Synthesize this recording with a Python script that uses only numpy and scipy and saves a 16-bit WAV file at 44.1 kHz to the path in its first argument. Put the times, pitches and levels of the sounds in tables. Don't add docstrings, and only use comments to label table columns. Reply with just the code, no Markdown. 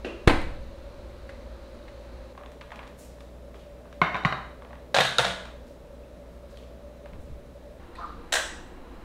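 import sys
import numpy as np
from scipy import signal
from scipy.io import wavfile
from scipy.ndimage import uniform_filter1d

SR = 44100
rng = np.random.default_rng(int(sys.argv[2]) if len(sys.argv) > 2 else 0)


def how_loud(loudness_db):
    steps = np.asarray(loudness_db, float) / 20
    return 10 ** steps


def unload_wav(signal):
    wavfile.write(
        sys.argv[1],
        SR,
        np.round(np.clip(np.atleast_2d(signal).T, -1, 1) * 32767).astype(np.int16),
    )


N = 398663

PLACE_STARTS_S = [
    0,
    2.33,
    7.795,
    9.1,
]
# frequency in Hz, level in dB per Hz.
AIR_COLOURS = [
    [(12, -43), (20, -9.5), (65, -2.5), (86, -31), (113, -9), (172, -53), (222, -8), (285, -22), (337, -13),
     (446, -21.5), (542, -10), (642, -27), (897, -23.5), (4060, -40.5), (16000, -56.5)],
    [(12, -58), (20, -25.5), (49, -2.5), (70, -9), (91, -25.5), (172, -12), (198, -22), (234, -9.5),
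     (293, -16.5), (347, -18), (513, -13), (574, -12), (698, -23), (3840, -41.5), (16000, -52.5)],
    [(12, -23), (20, 0), (49, -10.5), (86, -11.5), (116, -35), (158, -13.5), (367, -14), (410, -27),
     (472, -12.5), (590, -21.5), (642, -20), (1000, -21.5), (5500, -46.5), (16000, -55.5)],
]
AIR_LEVELS_DB = [
    -42.5,
    -46,
    -42,
]
# frequency in Hz, width in Hz, level in dB.
AIR_LINES = [
    [(565, 86, -51.5), (4000, 1000, -67)],
    [(579.3, 30.5, -53.5), (661, 11, -63.5), (4030, 25, -82), (3740, 730, -75.5)],
    [(58.9, 14, -52.5), (2800, 34, -77), (3970, 380, -73)],
]
# frequency in Hz, level in dB, slow swell in dB.
HUMS = [
    (57.4, -46, -2),
    (60.2, -47.5, 1.2),
    (58, -56.5, 6.5),
]
# multiple of the hum, level in dB.
HUM_ORDERS = [
    (1, -1.5),
    (2, -15.5),
    (3, -19),
]
# frequency in Hz, t60 in seconds.
ROOM_T60 = [(60, 0.45), (250, 0.54), (1000, 0.57), (4000, 0.56), (8000, 0.53), (11000, 0.41), (15000, 0.34)]

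# start in seconds, level in dB, fade in dB per second.
THUDS = [
    (0.301, -30, 42),
    (0.961, -45, 150),
    (1.089, -54, 100),
    (7.109, -36.5, 90),
    (7.28, -37.5, 115.5),
]
# start in seconds, peak in dB, rise in seconds, centre in Hz, gritty share 0-1.
SCUFFS = [(2.963, -51.5, 0.04, 8500, 0.13), (3.195, -66, 0.0065, 4000, .1),
          (3.539, -59, 0.0055, 3210, 0.55), (3.586, -57.5, .006, 3340, 0.76), (5.66, -63, .01, 3800, 0.1),
          (6.48, -61, 0.029, 4600, 0.4), (6.54, -55.5, .035, 4000, 0.75), (7.19, -67, 0.024, 8000, 0.1)]
# start in seconds, level in dB.
CATCHES = [
    (7.95, -41.5),
    (8.065, -47.5),
    (8.261, -59),
]
# start in seconds, peak in dB, note in Hz, t60 in seconds.
SLIPS = [(7.972, -47, 996, 0.055), (7.985, -38.5, 1037, 0.051), (7.995, -43, 680, 0.057),
         (8.007, -39, 1270, 0.034), (8.02, -39, 1310, .03), (8.034, -37, 1340, 0.06),
         (8.042, -32.5, 1195, 0.044), (8.051, -36, 1030, .03), (8.066, -39, 1200, 0.046),
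         (8.094, -42, 1306, 0.054)]

# start in seconds, peak in dB, chatter in ms.
LATCH = [(8.3231, -15.5, 6.7), (8.3269, -13, 4), (8.337, -10.5, 7.6), (8.343, -20, 3.4), (8.354, -14, 8.1),
         (8.368, -23, 4.8), (8.386, -24, 8)]
# frequency in Hz, level in dB per Hz.
LATCH_CRACK = [(120, -56), (200, -30), (223, -41), (387, -16), (440, -17), (538, -6.5), (1230, -12.5),
               (1680, -0.5), (2170, -12.5), (3900, -10), (4400, -17.5), (5100, -18), (6000, -15),
               (6900, -16.5), (7800, -14), (8900, -20), (9500, -22), (10400, -29), (11400, -31.5),
               (12400, -33), (13400, -29), (14200, -35), (14900, -32), (16000, -40)]
# frequency in Hz, level in dB, t60 in seconds.
LATCH_RINGS = [(1720, -26, .12), (1750, -17, 0.17), (1950, -2, 0.035), (3300, -27, .12), (4070, -10, .05),
               (6100, -13.5, 0.11), (7860, -8, 0.04), (9600, -13, 0.06)]

# start in seconds, peak in dB, low-end weight in dB, brightness in dB.
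RATTLE = [(2.351, -42, 4, -34), (2.377, -34, 13, -12), (2.411, -39, 1, -33.5), (2.435, -36.5, -2, -31),
          (2.46, -37, -18, -26), (2.518, -44, -19, -1), (2.611, -35.5, -26, -30), (2.6152, -35, -22, -24),
          (2.705, -36, -19, -34), (2.7185, -30, -12, -30), (2.7232, -33, -6, -40), (2.758, -37, -6, -6),
          (2.7915, -30, -10, -34), (2.829, -40, -16, -24), (2.836, -43, -17, -15), (2.87, -41.5, -14, -22),
          (2.876, -42, -22, -10), (3.184, -44, 8, -17), (3.206, -40, -10, -7), (3.543, -39, 1, -24),
          (3.593, -48, -18, -21), (3.854, -43, 3, -36), (3.927, -39.5, -30, -27), (4.6205, -35, 2, -30),
          (4.648, -37, 2, -28), (4.707, -36, -6, -41), (4.73, -35, -10, -35), (4.754, -44, -11, -25),
          (5.454, -33, -5, -16)]
# start in seconds, peak in dB, low-end weight in dB, brightness in dB.
LEAVING = [(6.513, -52, -25, -6), (6.495, -50, -22, -12), (6.543, -50, -26, -14), (6.572, -42, -29, -8),
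           (6.588, -54, -17, -16), (6.627, -52, -25, -12), (7.058, -37.5, -4, -21), (7.312, -51, -10, -24),
           (7.133, -41, -5, -26)]
# frequency in Hz, level in dB per Hz.
TICK_CRACK = [(410, -19.5), (700, -1), (1170, 0.5), (1480, -6.5), (1620, -2.5), (4000, -15.5),
              (4700, -23.5), (7870, -31), (14000, -43)]
# frequency in Hz, level in dB, t60 in seconds.
TICK_RINGS = [(1140, -11, .03), (1430, -23, 0.037), (2260, -19, 0.014)]

# start in seconds, peak in dB, weight in dB, brightness in dB, chatter in ms.
SET_DOWN = [
    (4.0157, -5.5, -38, -42, 1.3),
    (4.073, -33, -10, -20, 4.6),
    (4.1445, -16, -35, -39, 2.2),
    (4.1535, -17, -38, -44, 3.5),
    (4.165, -30, -29, -14, 2.4),
]
# start in seconds, peak in dB, weight in dB, brightness in dB, chatter in ms.
SETTLE = [
    (4.2365, -23, -19, -35, 1.2),
    (4.249, -8, -30, -38, 1.3),
    (4.254, -17, -25, -20, 4),
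    (4.3245, -18, -30, -40, 2.0),
]
# frequency in Hz, level in dB per Hz.
SET_CRACK = [(53, -57), (90, -6), (165, -3.5), (510, -9.5), (769, 2), (956, -8), (1070, 4), (2300, -7),
             (2530, -15), (3010, -12), (3430, -22.5), (3830, -15.5), (5000, -31), (16000, -56.5)]
# frequency in Hz, level in dB, t60 in seconds.
SET_RINGS = [(178, -2, 0.12), (730, 1, 0.088), (1050, 6.5, 0.064), (1270, -10, 0.091), (1490, 0, 0.066),
             (2160, -5, 0.06), (2643, -9, 0.08), (2940, -17, 0.08), (3644, -13, 0.2), (4360, -24, 0.1),
             (5740, -28, 0.27)]
# frequency in Hz, level in dB, t60 in seconds.
SETTLE_RINGS = [(790, -6, 0.05), (1060, 5, 0.065), (1200, -12, 0.064), (1340, 3, 0.05), (1950, -13, 0.044),
                (2400, -12, 0.08), (2910, -9, 0.07), (3774, -10.5, 0.22), (3896, -10, 0.24),
                (4040, -20, 0.08), (5630, -28, 0.25)]
# start in seconds, peak in dB, weight in dB, brightness in dB, chatter in ms.
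CLATTER = [(4.9435, -11.5, -11, -1, 3.8), (4.9485, -11, -26, -3.5, 2.3), (4.957, -16, -15, -12, 3.4),
           (4.9645, -8.5, -9, -10, 4.4), (4.973, -14, -14, -12, 4), (4.9857, -7, -14, -18, 1.8),
           (4.991, -10, -22, -15, 2.7), (5.0035, -10.5, -11, -11, 1.9), (5.008, -8, -22, -4, 3),
           (5.019, -13, -25, -18, 2.7), (5.034, -21.5, -34, -5, 3), (5.049, -16, -21, -2, 6),
           (5.064, -21, -21, -9, 5), (5.184, -9.5, -24, 1, 2.0), (5.192, -11, -19, -19, 2),
           (5.198, -14, -19, -9, 3.3), (5.2456, -14.5, -13, -19, 2.5), (5.2505, -15, -30, -5, 2.4),
           (5.265, -19.5, -16.5, -8, 5), (5.281, -23, -20, -12, 4), (5.301, -25, -15, -16, 5)]
# frequency in Hz, level in dB per Hz.
CLATTER_CRACK = [(53, -36), (90, -22), (112, 1.5), (180, -2.5), (330, -28), (521, 7.5), (593, 1), (753, 5),
                 (956, -2), (1440, 0.5), (2760, -4.5), (3830, -1.5), (4750, -12), (6400, -16), (9110, -20),
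                 (13000, -34), (16000, -42)]
# frequency in Hz, level in dB, t60 in seconds.
CLATTER_RINGS = [(172, -27, 0.11), (526, -1.5, 0.063), (713, -7, 0.032), (1420, -30.5, .06),
                 (1670, -8, 0.13), (2050, -12, 0.079), (2510, -37, 0.058), (3120, -20.5, .08),
                 (3400, -39, 0.086), (3930, -5.5, 0.032), (6540, -22, 0.091), (8040, -31, .1)]
# start in seconds, peak in dB, note in Hz, t60 in seconds.
CLACKS = [(4.0162, -11, 2152, 0.037), (4.2525, -18, 147, 0.041), (4.2495, -15, 1143, 0.016),
          (4.2495, -18, 1950, 0.023), (4.945, -18.5, 555, 0.036), (4.945, -17.5, 1600, 0.043),
          (4.986, -14.5, 2400, 0.011), (4.986, -20.5, 640, 0.034), (5.005, -17.5, 1950, .03),
          (5.008, -16.5, 3730, .03), (5.017, -20, 1700, 0.035), (5.1843, -9.5, 3760, 0.014),
          (5.1843, -11, 1394, 0.036), (5.1925, -17, 896, 0.045), (5.188, -30, 125, .2),
          (5.187, -20, 510, .1), (5.26, -37, 185, .4), (4.0175, -24, 165, .09), (4.0165, -16, 1050, .04),
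          (5.1835, -27, 10200, .008), (5.185, -28, 6500, .03), (5.0038, -31, 12800, .012),
          (.048, -34, 2620, .02), (4.1455, -38, 3680, .07), (4.325, -26, 1600, .03),
          (4.325, -28, 2050, .03), (.2785, -20, 2200, .015), (.2775, -26, 3800, .015),
          (7.953, -44, 1900, .04), (7.96, -46, 2500, .02), (7.954, -55, 9500, .008),
          (8.06, -58, 7600, .012), (7.955, -50, 4050, .06), (7.955, -56, 8000, .015),
          (6.573, -49, 3200, .02), (6.587, -51, 3400, .02), (6.035, -57, 2600, .08), (4.708, -43, 640, .05),
          (4.73, -46, 1900, .03), (2.376, -43, 1100, .04), (2.4605, -48, 3500, .02),
          (5.2465, -21, 630, 0.044), (5.2505, -21.5, 3520, 0.012)]

# start in seconds, peak in dB, chatter in ms.
GASKET = [
    (0.047, -22, 3.8),
    (0.059, -43, 5.7),
    (0.083, -50, 7.3),
]
# frequency in Hz, level in dB per Hz.
GASKET_CRACK = [(88, -55), (150, -11), (260, -4.5), (349, 3), (739, -11), (810, -16.5), (1030, -16),
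                (2530, -18), (12000, -50.5), (15600, -86), (22000, -120)]
# frequency in Hz, level in dB, t60 in seconds.
GASKET_RINGS = [(330, -8, .14), (555, -12, .12), (2700, 5, .025), (2500, -2, .05)]
# start in seconds, peak in dB, weight in dB, brightness above 4 kHz in dB, chatter in ms.
DOOR = [
    (.2708, -30, -2, -14, 2),
    (.2746, -3, -4, 3, 4),
    (.2785, -4, -7, 2, 8),
    (.296, -11, -12, -10, 11),
    (.306, -14, 2, -19, 8.9),
    (.335, -19.5, -9, -13, 5),
    (.4155, -31, -5, 18, 2),
]
# start in seconds, peak in dB, weight in dB, brightness in dB, chatter in ms.
CABINET = [
    (1.292, -34, -26, 0.25, 8.2),
    (1.88, -40, -18, 0.26, 6.1),
    (2.176, -57, 15, 0.3, 4.6),
]
# frequency in Hz, level in dB per Hz.
DOOR_CRACK = [(59, -24), (100, 5), (153, -12), (308, -2), (736, -6.5), (854, -4.5), (1030, -8.5),
              (1130, -10.5), (2080, -10.5), (2270, -11.5), (3250, -20), (4110, -19), (5650, -34.5),
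              (9020, -34), (16000, -53)]
# frequency in Hz, level in dB, t60 in seconds.
DOOR_RINGS = [(342, 1.5, 0.11), (550, -8, 0.058), (770, -28, 0.028)]

THUD_RISE_S = 0.023
SCUFF_HOLD_S, SCUFF_FADE_DB_PER_S, SCUFF_SAG_PER_S = 0.011, 155, 3.7
SLIDE_S, SLIDE_DB, SLIDE_RISE_S, SLIDE_HOLD_S, SLIDE_FADE_DB_PER_S = 7.955, -30.5, 0.048, 0.035, 300
SLIDE_HZ, SLIDE_UP_HZ = 870, 330
LATCH_DULLS_DB_PER_S, LATCH_EVEN_S, LATCH_BRIGHTEST_DB = 448, 7.6, 9
TICK_CHATTER_MS = 2.26
SHUT_S, PILE_DB, PILE_MS, SUCK_DB, SUCK_MS = .2749, -13, 2.2, -6, 5.24
BREATHE_HZ, BREATHE_DB, BREATHE_T60_S = 16, -17.5, 0.9


def evened(x):
    return x / np.sqrt(np.mean(x ** 2) + 1e-20)


def read(points, hz):
    f, value = np.transpose(points)
    return np.interp(np.log(hz + 1), np.log(f + 1), value)


def add(mix, s, sound):
    part = mix[round(s * SR):][:len(sound)]
    part += sound[:len(part)]


def slow(seconds):
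    size = round(seconds * SR)
    once = uniform_filter1d(rng.standard_normal(N), size=size)
    return evened(uniform_filter1d(once, size=size))


def stroke(rise_s, hold_s, fade_db_per_s, length_s=1.0):
    t = np.arange(0, length_s, 1 / SR)
    rise = np.sin(np.pi / 2 * np.minimum(t / rise_s, 1)) ** 2
    return t, rise * how_loud(-fade_db_per_s * np.maximum(t - rise_s - hold_s, 0))


def resonate(x, hz, width_hz):
    turn = np.exp(2j * np.pi * np.cumsum(hz * np.ones(len(x))) / SR)
    r = np.exp(-np.pi * width_hz / SR)
    return 2 * (turn * signal.lfilter([1 - r], [1, -r], x / turn)).real


def resonate_twice(x, hz, width_hz):
    return resonate(resonate(x, hz, width_hz), hz, width_hz)


def causal(gain_db):
    log = np.maximum(gain_db, -100) * np.log(10) / 20
    circle = np.r_[log, log[-2:0:-1]]
    return np.fft.ifft(np.exp(circle - 1j * signal.hilbert(circle).imag)).real[:len(log)]


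def air(colour, db, lines, patchy_db=0.6):
    frames, hz = N // 512 + 5, np.fft.rfftfreq(2048, 1 / SR)
    a, b, patches = rng.standard_normal((frames, 1025, 3)).T
    patches = uniform_filter1d(patches, size=20, axis=0)
    patches = evened(uniform_filter1d(patches, size=10, axis=1))
    gain = how_loud(read(colour, hz)[:, None] + patchy_db * patches)
    wash = signal.istft((a + 1j * b) * gain, nperseg=2048, noverlap=1536)[1][:N]
    drone = np.zeros(N)
    for line_hz, width_hz, line_db in lines:
        drone += how_loud(line_db) * evened(resonate_twice(rng.standard_normal(N), line_hz, width_hz))
    return how_loud(db) * evened(wash) + drone


def hum(hz, db, swell_db, wobble_hz=0.605):
    turns = np.cumsum(hz + wobble_hz * slow(0.091)) / SR
    tones = sum(how_loud(d) * np.sin(2 * np.pi * k * turns) for k, d in HUM_ORDERS)
    return np.sqrt(2) * how_loud(db + swell_db * slow(0.05)) * tones


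def background():
    place = np.digitize(np.arange(N) / SR, PLACE_STARTS_S) - 1
    out = np.zeros(N)
    for k in range(len(AIR_COLOURS)):
        here = uniform_filter1d(1. * (place == k), size=200)
        out += here * (air(AIR_COLOURS[k], AIR_LEVELS_DB[k] - 2.5, AIR_LINES[k]) + hum(*HUMS[k]))
    return out


def room(x, gap_ms=1.9):
    taps, at = np.zeros(SR), np.arange(0, SR - 20, 20)
    taps[at + rng.integers(0, 20, len(at))] = rng.choice([-1., 1.], len(at))
    taps *= np.clip(np.arange(SR) / SR * 1000 / gap_ms - 1, 0, 1)
    hz, t, z = signal.stft(taps, SR, nperseg=512)
    tail = signal.istft(z * how_loud(-60 * t / read(ROOM_T60, hz)[:, None]), SR, nperseg=512)[1]
    return signal.fftconvolve(x, tail / np.linalg.norm(tail))[:N]


def rumble():
    out = np.zeros(N)
    for s, db, fade_db_per_s in THUDS:
        t, shape = stroke(THUD_RISE_S, 0, fade_db_per_s)
        shake = resonate(resonate(rng.standard_normal(len(t)), 23, 110), 25, 140)
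        add(out, s, how_loud(db) * evened(shake) * shape)
    return out


def rubbing(hz, width_hz, grain_db):
    grain = evened(uniform_filter1d(rng.standard_normal(len(hz)), size=60))
    slips = rng.standard_normal(len(hz)) * how_loud(grain_db * grain)
    return evened(resonate_twice(slips, hz, width_hz))


def scuffs():
    out = np.zeros(N)
    for s, db, rise_s, top_hz, grit in SCUFFS:
        t, shape = stroke(rise_s, SCUFF_HOLD_S, SCUFF_FADE_DB_PER_S, 0.65)
        hz = top_hz * np.exp(-SCUFF_SAG_PER_S * t)
        gritty = np.clip(grit, 0, 1)
        rub = (1 - gritty) * rubbing(1.07 * hz, 8000, grain_db=3.0) + gritty * rubbing(hz, 1700, grain_db=7.0)
        add(out, s, how_loud(db - 0.5) * shape * rub)
    return out


def slide():
    out = np.zeros(N)
    t, shape = stroke(SLIDE_RISE_S, SLIDE_HOLD_S, SLIDE_FADE_DB_PER_S, .4)
    hz = SLIDE_HZ + SLIDE_UP_HZ * np.minimum(t / (SLIDE_RISE_S + SLIDE_HOLD_S), 1)
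    add(out, SLIDE_S, how_loud(SLIDE_DB - 12.5) * shape * rubbing(hz, 470, grain_db=1.5))
    for s, db in CATCHES:
        t, shape = stroke(0.0044, SCUFF_HOLD_S, SCUFF_FADE_DB_PER_S, 0.3)
        add(out, s, how_loud(db - 15.5) * shape * rubbing(3900 + 0 * t, 1300, grain_db=4.0))
    return out


def knocks(rows, rise_cycles):
    out, t = np.zeros(N), np.arange(SR // 4) / SR
    for s, db, hz, t60_s in rows:
        note = (1 - np.exp(-t * hz / rise_cycles)) * how_loud(-60 * t / t60_s) * np.sin(2 * np.pi * hz * t)
        add(out, s, how_loud(db) * note / abs(note).max())
    return out


def cluster(hz, db, t60_s, luck, t, spread=0.0127):
    modes = [how_loud(db + 1.1 * x - 60 * t / t60_s) * np.sin(2 * np.pi * hz * (1 + spread * y) * t) for x, y in luck]
    return sum(modes) / np.sqrt(3)


def strikes(rows, crack, rings, ring_db, soft_hz, weight_hz=500, rise_ms=0.18):
    out, hz, t = np.zeros((2, N)), np.fft.rfftfreq(4096, 1 / SR), np.arange(SR // 4) / SR
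    rows, body = np.array(rows), causal(read(crack, hz))
    usual = np.median(rows, axis=0) * [0, 0, 1, 1, 0]
    soft = causal(-10 * np.log10(1 + (hz / soft_hz) ** 4))
    thin_db = -10 * np.log10(1 + (crack[1][0] / (hz + 1)) ** 6)
    t_ms = t[:2048] * 1000
    for s, db, weight_db, bright_db, chatter_ms in rows - usual:
        luck, grit = rng.standard_normal((len(rings), 3, 2)), rng.standard_normal(2048)
        chatter = grit * np.exp(-t_ms / max(chatter_ms, .1)) * (1 - np.exp(-t_ms / rise_ms))
        weight = 0.78 * weight_db / (1 + (hz / weight_hz) ** 2)
        bright = bright_db / (1 + (4000 / (hz + 1)) ** 2)
        tilt = causal(thin_db + weight + bright)
        ring = sum(cluster(*mode, three, t) for mode, three in zip(rings, luck))
        ring *= how_loud(ring_db) * abs(body).max()
        ring *= 1 - np.exp(-(t * 1000 / 0.38) ** 2)
        direct, plain = ring.copy(), ring.copy()
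        add(direct, 0, signal.fftconvolve(signal.fftconvolve(body, soft), chatter / np.linalg.norm(chatter)))
        add(plain, 0, body)
        direct, plain = signal.fftconvolve(direct, tilt), signal.fftconvolve(plain, tilt)
        peak = abs(direct).max()
        add(out[0], s, how_loud(db) * direct / peak)
        add(out[1], s, how_loud(db) * plain / peak)
    return out


def latch_clack():
    contacts = []
    for s, db, chatter_ms in LATCH:
        bright_db = min(LATCH_DULLS_DB_PER_S * (LATCH_EVEN_S - s), LATCH_BRIGHTEST_DB)
        contacts.append((s, db, 0, bright_db, chatter_ms))
    return strikes(contacts, LATCH_CRACK, LATCH_RINGS, ring_db=-29.0, soft_hz=9400)


def light_ticks():
    rows = [(*row, TICK_CHATTER_MS) for row in RATTLE + LEAVING]
    return strikes(rows, TICK_CRACK, TICK_RINGS, ring_db=-32, soft_hz=9000, weight_hz=1800)


def rack_set_down():
    landing = strikes(SET_DOWN, SET_CRACK, SET_RINGS, ring_db=-27.0, soft_hz=6840)
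    return landing + strikes(SETTLE, SET_CRACK, SETTLE_RINGS, ring_db=-28.0, soft_hz=7000)


def shelf_clatter():
    return strikes(CLATTER, CLATTER_CRACK, CLATTER_RINGS, ring_db=-25.5, soft_hz=8200)


def gasket_touch():
    rows = [(s, db, 0, 0, chatter_ms) for s, db, chatter_ms in GASKET]
    return strikes(rows, GASKET_CRACK, GASKET_RINGS, ring_db=-25, soft_hz=6000)


def door_push():
    t = np.arange(N) / SR - SHUT_S
    u = t * 1000 / SUCK_MS
    pile = how_loud(PILE_DB) * np.exp(np.minimum(t, 0) * 1000 / PILE_MS) * (t < 0)
    suck = how_loud(SUCK_DB) * np.sin(np.pi * np.clip(u, 0, 1)) ** .5
    later = np.maximum(t - SUCK_MS / 1000, 0)
    fade = how_loud(BREATHE_DB - 60 * later / BREATHE_T60_S)
    sway = fade * np.cos(2 * np.pi * BREATHE_HZ * later - 1.1) * (u > 1)
    return uniform_filter1d(pile - suck + sway, size=24)


def door_slam():
    return strikes(DOOR + CABINET, DOOR_CRACK, DOOR_RINGS, ring_db=-28.5, soft_hz=12000)


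def scene():
    rubs = scuffs() + slide()
    slips, clacks = knocks(SLIPS, rise_cycles=4.0), knocks(CLACKS, rise_cycles=0.47)
    latch, ticks = latch_clack(), light_ticks()
    set_down, clatter = rack_set_down(), shelf_clatter()
    gasket, door = gasket_touch(), door_slam()
    wet = room(how_loud(-5.0) * door[1] + how_loud(4.0) * gasket[1] + how_loud(-2.5) * latch[1])
    wet += room(how_loud(-3.0) * ticks[1] + how_loud(-3.5) * set_down[1] + how_loud(-2.0) * rubs)
    wet += room(how_loud(-2.0) * clatter[1] + how_loud(-6.5) * clacks + how_loud(-5.2) * slips)
    direct = (gasket + door + ticks + set_down + clatter + latch)[0]
    direct += clacks + slips + rubs
    return (direct + wet + door_push() + rumble() + background())[None]


def top_cut(x):
    return signal.sosfilt(signal.butter(12, 16520, fs=SR, output="sos"), x)


def record(dry):
    lowpass = signal.firwin(511, 15780, window=("kaiser", 9), fs=SR)
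    limited = signal.oaconvolve(np.clip(dry, -1, 1), lowpass[None], "same")
    return top_cut(limited)


dry = scene()
out = record(dry)
unload_wav(out)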